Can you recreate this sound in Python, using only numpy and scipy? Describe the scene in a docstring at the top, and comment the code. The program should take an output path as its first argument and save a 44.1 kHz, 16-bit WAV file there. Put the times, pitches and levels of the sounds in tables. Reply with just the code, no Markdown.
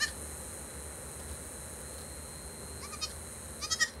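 """A dirt yard, one microphone near a kid goat. A distant motor hums under the outdoor rumble, crickets
trill and a cicada buzzes. The kid opens with one arched squeak and a croak, thrown back by the walls.
From 1.2 s to 2 s it hops and scuffs the dry grass; a cricket swells, then a faint far tone passes.
At 2.8 s and 3.6 s it bleats, three squeaks each time: glottal pulses ringing its throat and mouth.
The high buzz and hiss fade out at the end, dulling the treble, and the hooves scuff once more."""
import sys
import numpy as np
from scipy import signal
from scipy.fft import rfft, irfft, next_fast_len
from scipy.io import wavfile
from scipy.ndimage import uniform_filter1d, map_coordinates

SR = 44100
rng = np.random.default_rng(int(sys.argv[2]) if len(sys.argv) > 2 else 0)


def file_out(sig):
    """Save sig as 16-bit WAV at sys.argv[1]."""
    # one column per channel
    cols = np.atleast_2d(sig).T
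    # limit, then scale
    lim = np.clip(cols, -1, 1)
    pcm = np.round(lim * 32767).astype(np.int16)
    wavfile.write(sys.argv[1], SR, pcm)


N = 176400
TOP_HZ = 15750  # the microphone's band limit


def amp(db):
    """Decibels to gain."""
    return 10 ** (np.asarray(db) / 20)


def unit(x):
    """Scale to rms 1."""
    return x / np.sqrt(np.mean(x ** 2) + 1e-20)


def along(points, hz):
    """Read (f/Hz, value) points at hz, on a log frequency axis."""
    f, values = np.transpose(points)
    return np.interp(np.log(hz + 1), np.log(f + 1), values)


def clock():
    """The time of each sample in seconds."""
    return np.arange(N) / SR


def curve(rows):
    """(t/s, value) points joined by lines."""
    return np.interp(clock(), *np.transpose(rows))


def wobble(rate):
    """A smooth random curve, rate knots a second."""
    return map_coordinates(rng.standard_normal(int(N * rate / SR) + 4), [clock() * rate])


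def noise(spectrum):
    """Noise of rms 1, coloured by (f/Hz, level/dB) points."""
    gain = amp(along(spectrum, np.fft.rfftfreq(N, 1 / SR)))
    return unit(irfft(rfft(rng.standard_normal(N)) * gain, N))


def resonate(x, gain, size=4096):
    """x through the minimum-phase filter with this gain over frequency."""
    cepstrum = irfft(np.log(np.maximum(gain(np.fft.rfftfreq(size, 1 / SR)), 1e-6)))
    cepstrum[1:size // 2] *= 2
    cepstrum[size // 2 + 1:] = 0
    return signal.fftconvolve(x, irfft(np.exp(rfft(cepstrum))))[:len(x)]


def echoes(x, paths):
    """Reflections of x, one for each (delay/s, level/dB) path."""
    return sum(amp(db) * np.pad(x, (int(s * SR), 0))[:N] for s, db in paths)


def outdoors(motor_hz=75.16, tone_hz=399, waver_db=2.5, drift_rad=0.51):
    """Far off: a motor's wavering hum, a faint passing tone and the broad rumble of the open air."""
    motor_orders = [(1, -53.5), (2, -65), (3, -65.5)]  # harmonics of the hum: multiple, level/dB
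    tone_level = [(0, -70), (2.45, -67.5), (2.6, -56.5), (2.85, -57), (3.05, -71), (4, -81)]  # swell of the tone: t/s, level/dB
    air_spectrum = [(20, -48), (35, -37), (47, -3.5), (58, 6.5), (75, 9.5), (95, -1), (120, 1.5), (170, -2),
                    (230, -1), (300, -5.5), (400, -2), (460, -3), (520, 0.5), (700, -10), (850, -7.5),
                    (1000, -10), (1500, -10.5), (1950, -12.5), (2400, -18), (3400, -23), (5000, -33.5),
                    (10000, -18), (15800, -48)]  # colour of the rumble: f/Hz, level/dB
    air_level = [(0, -46.5), (2, -47.5), (3.8, -48), (3.9, -48.5), (4, -49)]  # course of the rumble: t/s, level/dB
    phase = 2 * np.pi * motor_hz * clock()
    hum = sum(amp(db) * unit(amp(waver_db * wobble(10)) * np.sin(k * phase + drift_rad * wobble(9)))
              for k, db in motor_orders)
    tone = unit(np.sin(2 * np.pi * tone_hz * clock() + drift_rad * wobble(12)))
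    rumble = amp(curve(air_level) + 0.12 * wobble(5.66)) * noise(air_spectrum)
    return hum + amp(curve(tone_level)) * tone + rumble


def trill(hz, pulse_hz, depth=0.31, waver_hz=13):
    """A cricket's pure note, one pulse per stroke of the wings."""
    strokes = 1 + depth * np.cos(2 * np.pi * pulse_hz * clock() + 0.26 * wobble(5.2))
    note = np.sin(2 * np.pi * np.cumsum(hz + waver_hz * wobble(60)) / SR)
    return unit(strokes * note * amp(1.1 * wobble(25.1)))


def crickets():
    """Around the yard one cricket swells midway, a second keeps on, and others blur in the distance."""
    swell = [(0, -65), (1.72, -73), (1.88, -59), (2.4, -59), (2.85, -59.5), (3.2, -69.5), (4, -63.5)]  # the first cricket: t/s, level/dB
    chorus = [(3300, -49), (3750, -7), (3950, -0.5), (4090, 5), (4230, -12.5), (4400, -5), (4800, -38)]  # band of the far crickets: f/Hz, level/dB
    first = amp(curve(swell)) * trill(hz=4176, pulse_hz=58)
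    second = amp(-65) * trill(hz=4073, pulse_hz=53.1)
    return first + second + amp(-63.5) * noise(chorus)


def cicada(scatter_s=.000012, scatter_db=1.1, drift=.002, treble_fade_start_s=3.787, fade_db_per_s=61):
    """Tymbal ribs buckle in quick clicks that ring the body, over a diffuse buzz from the trees."""
    click_rate = [(0, 151.7), (1.6, 151.5), (2.6, 150.7), (4, 150.7)]  # pace of the tymbal: t/s, rate/Hz
    ribs = [(0, -3), (.0008, -1), (.0013, -5.5)]  # buckles within one click: delay/s, level/dB
    trunks = [(.0021, -21.5), (.0037, -21.5), (.0094, -13.5), (0.0174, -14)]  # reflections off trunks and ground: delay/s, level/dB
    body = [(3000, -50), (5400, -22), (6100, -22.5), (6650, -7.5), (6950, -13.5), (7400, -17.5),
            (7700, -11), (8300, -5), (8550, -8.5), (8850, -2), (9020, -1.5), (9200, 1.5), (9380, -3),
            (9650, -8), (10700, -12.5), (11050, -15.5), (11450, -10.5), (12000, -22), (13500, -28),
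            (15800, -34)]  # body resonances: f/Hz, level/dB
    hiss = [(3000, -30), (8000, 0), (12000, -2), (15800, -9)]  # diffuse top of the buzz: f/Hz, level/dB
    song_level = [(0.1, -46.5), (0.14, -49.5), (0.19, -47), (0.58, -47), (0.65, -49), (1.64, -48),
                  (2.56, -50), (3.48, -48.5), (3.6, -50)]  # overall gain ahead of the treble fade: t/s, level/dB
    cycles = np.cumsum(curve(click_rate) * (1 + drift * wobble(8))) / SR
    starts = np.interp(np.arange(1, int(cycles[-1])), cycles, clock())
    clicks = np.zeros(N)
    for delay, db in ribs:
        timing, strength = rng.standard_normal((len(starts), 2)).T
        at = np.clip((starts + delay + scatter_s * timing) * SR, 0, N - 1).astype(int)
        clicks += np.bincount(at, amp(db + scatter_db * strength), N)
    near = unit(resonate(clicks + echoes(clicks, trunks), lambda f: amp(along(body, f))))
    buzz = amp(-2) * near + amp(-2.5) * noise(body) + amp(-14) * noise(hiss)
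    treble_fade_db = fade_db_per_s * np.maximum(clock() - treble_fade_start_s, 0)
    return amp(curve(song_level) - treble_fade_db) * buzz


def hooves(grain_db=4, thud_hz=75, thud_s=0.011):
    """At ground level hooves crunch the dry grass, and the landings thud on the soil."""
    scuffs = [(1.2, -53.5, 0.024, 1), (1.297, -51.5, 0.032, -3), (1.337, -56, .03, 8),
              (1.455, -57, .02, 10), (1.805, -53, .008, 7), (1.94, -58, .02, 8), (1.985, -47, 0.0077, 2),
              (2.012, -51, .012, 3), (3.937, -48, 0.0036, 1), (3.953, -56, 0.0039, 5)]  # hooves in grass: t/s, level/dB, length/s, treble lift/dB at half TOP_HZ
    grass = [(100, -10), (500, 8), (1500, -9), (4000, -1.5), (8000, -11), (15000, -12)]  # colour of the crunch: f/Hz, level/dB
    landings = [(1.302, -43), (1.484, -48), (1.974, -44)]  # hooves on soil: t/s, level/dB
    t, out = clock(), np.zeros(N)
    for s, db, length, lift_db in scuffs:
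        crunch = noise([(hz, level + lift_db * hz / (TOP_HZ / 2)) for hz, level in grass])
        grainy = unit(crunch * amp(grain_db * wobble(900)))
        rise = np.maximum(t - s + length / 2, 0) / (length / 2)
        out += amp(db) * rise * np.exp(1 - rise) * grainy
    for s, db in landings:
        age = np.maximum(t - s, 0)
        envelope = age / thud_s * np.exp(1 - age / thud_s)
        out += amp(db) * envelope * np.sin(2 * np.pi * thud_hz * age)
    return out


def yard(direct, tail_db=-19, build_s=0.022):
    """The direct sound reaches the microphone, then slaps from nearby walls and a thin, short tail."""
    walls = [(0.018, -20), (.027, -22.5), (.036, -25.5), (.055, -35)]  # wall reflections: delay/s, level/dB
    wall_colour = [(500, 6), (1900, 2.5), (4300, -0.5), (7000, -1.5), (15000, -9)]  # filter on those reflections: f/Hz, gain/dB
    decay = [(300, 0.2), (2000, 0.19), (6000, 0.25), (12000, 0.089)]  # reverberation of the yard: f/Hz, T60/s
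    hz, t, bands = signal.stft(rng.standard_normal(SR // 2), SR, nperseg=256)
    tail = signal.istft(bands * amp(-60 * t / along(decay, hz)[:, None]), SR, nperseg=256)[1]
    tail *= 1 - np.exp(-np.arange(len(tail)) / SR / build_s)
    slaps = resonate(echoes(direct, walls), lambda f: amp(along(wall_colour, f)))
    return direct + slaps + amp(tail_db) * signal.fftconvolve(direct, tail / np.linalg.norm(tail))[:N]


def voice(pitch, effort, throat, dip_hz, jitter, rasp_db, harmonics=24):
    """Glottal pulses with a little air ring the throat and opening mouth; the nose cuts one dip."""
    widths = [204, 243, 303, 313, 380]  # the five throat resonances: width/Hz
    tilt = [(300, -32), (620, -2.5), (1100, 1.5), (7500, 1.5), (9000, 3), (11000, 0), (15000, -17)]  # overall colour of the voice: f/Hz, gain/dB
    valley_db, nasal_db, nasal_width_hz = -21.5, -11, 300
    mouth_shift, mouth_s = 0.054, 0.0097  # resonances rise by this share as it opens; time constant

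    def gain(f):
        """The response of throat and nose with the mouth open."""
        peaks = sum(amp(db) ** 2 / (1 + ((f - hz) / width) ** 2) ** 1.7
                    for (hz, db), width in zip(throat, widths))
        dip_db = nasal_db * np.exp(-((f - dip_hz) / nasal_width_hz) ** 2)
        return np.sqrt(peaks + amp(valley_db) ** 2) * amp(along(tilt, f) + dip_db)

    shake = unit(uniform_filter1d(rng.standard_normal(len(pitch)), size=90))
    phase = 2 * np.pi * np.cumsum(pitch * (1 + jitter * shake)) / SR
    pulses = unit(np.cos(np.arange(1, harmonics + 1)[:, None] * phase).sum(0))
    breath = unit(rng.standard_normal(len(pitch)) * (1 + np.cos(phase)))
    source = pulses + amp(rasp_db) * breath
    from_peak = (np.arange(len(pitch)) - np.argmax(effort)) / SR
    opening = .5 + .5 * np.tanh(from_peak / mouth_s + 1)
    narrow = resonate(source, lambda f: gain(f * (1 + mouth_shift)))
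    sound = (1 - opening) * narrow + opening * resonate(source, gain)
    return sound * effort / np.sqrt(np.average(sound ** 2, weights=effort ** 2))


def goat(clean_rasp_db=-28, closing_rasp_db=20, croak_s=.012, croak_hz=522, fall_oct_per_s=9):
    """The kid, close by: each syllable swells clean and shuts roughly; a falling croak ends each bleat."""
    syllables = [(.032, -26.5, .023, 0.018, 3680), (2.845, -43.5, 0.026, 0.019, 3140),
                 (2.939, -40.5, 0.016, 0.015, 3050), (3.039, -31, 0.018, .014, 2090),
                 (3.643, -34, 0.022, 0.017, 3440), (3.728, -27, 0.018, 0.015, 2500),
                 (3.826, -23, 0.021, 0.014, 2500)]  # squeaks: peak t/s, level/dB, swell/s, release/s, nasal dip f/Hz
    throats = [
        [(1730, 4), (3050, -8), (4280, -0.5), (5480, -5), (6750, -6)],
        [(1130, -3), (2250, -6.5), (5000, -7.5), (5650, -8), (6800, -13)],
        [(1250, 0.5), (2400, -4), (4700, -8), (6100, -5.5), (7200, -9)],
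        [(1270, -5.5), (2760, -1.5), (4250, 2.5), (5350, 3.5), (6650, -5.5)],
        [(1250, -4), (2450, -8), (3900, -3), (4950, -0.5), (6130, -2)],
        [(1610, 2), (3600, -1.5), (5000, 3.5), (6400, 1), (7050, -4.5)],
        [(1870, 6), (3470, -5), (5100, -2.5), (5620, 0.5), (7250, -5.5)],
    ]  # five throat and mouth resonances per syllable: f/Hz, level/dB
    bend_times = [-.04, -.026, -.015, -.002, .007, .016, .034]  # moments around a syllable's peak: t/s
    bends = [
        [520, 566, 599, 614, 606, 582, 540],
        [440, 484, 528, 570, 586, 590, 540],
        [560, 615, 626, 606, 592, 574, 530],
        [570, 636, 630, 625, 620, 604, 540],
        [520, 566, 582, 610, 620, 618, 570],
        [590, 646, 644, 646, 649, 648, 570],
        [590, 670, 623, 633, 614, 588, 540],
    ]  # each syllable's pitch at those moments: f/Hz
    croaks = [(.087, -44), (3.11, -50), (3.885, -47)]  # hoarse last flutters: t/s, level/dB
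    croak_throat = [(1750, 2), (3400, -1.5), (4300, 1), (5050, -5.5), (7200, -4)]  # resonances during a croak: f/Hz, level/dB
    t, out = clock(), np.zeros(N)
    for (s, db, swell, release, dip_hz), bend, throat in zip(syllables, bends, throats):
        span = np.abs(t - s) < .07
        from_peak = t[span] - s
        pitch = uniform_filter1d(np.interp(from_peak, bend_times, bend), size=220)
        effort = np.exp(-np.where(from_peak < 0, (from_peak / swell) ** 2,
                                  np.abs(from_peak / release) ** 2.5))
        rasp_db = clean_rasp_db + closing_rasp_db * np.clip(from_peak / release, 0, 1.5)
        out[span] += amp(db) * voice(pitch, effort, throat, dip_hz, jitter=.01, rasp_db=rasp_db)
    for s, db in croaks:
        span = np.abs(t - s) < .05
        from_peak = t[span] - s
        pitch = croak_hz * 2 ** (-fall_oct_per_s * from_peak)
        effort = np.exp(-(from_peak / croak_s) ** 2)
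        out[span] += amp(db) * voice(pitch, effort, croak_throat, dip_hz=2600, jitter=.025, rasp_db=-5)
    return out


def scene():
    """The goat in its yard with the insects behind it, in mono."""
    return (yard(goat()) + hooves() + cicada() + crickets() + outdoors())[None]


def record(dry):
    """The microphone keeps nothing above its band limit."""
    size = next_fast_len(N + SR // 2)
    passband = np.fft.rfftfreq(size, 1 / SR) < TOP_HZ
    return irfft(rfft(dry, size) * passband, size)[..., :N]


dry = scene()
out = record(dry)
file_out(out)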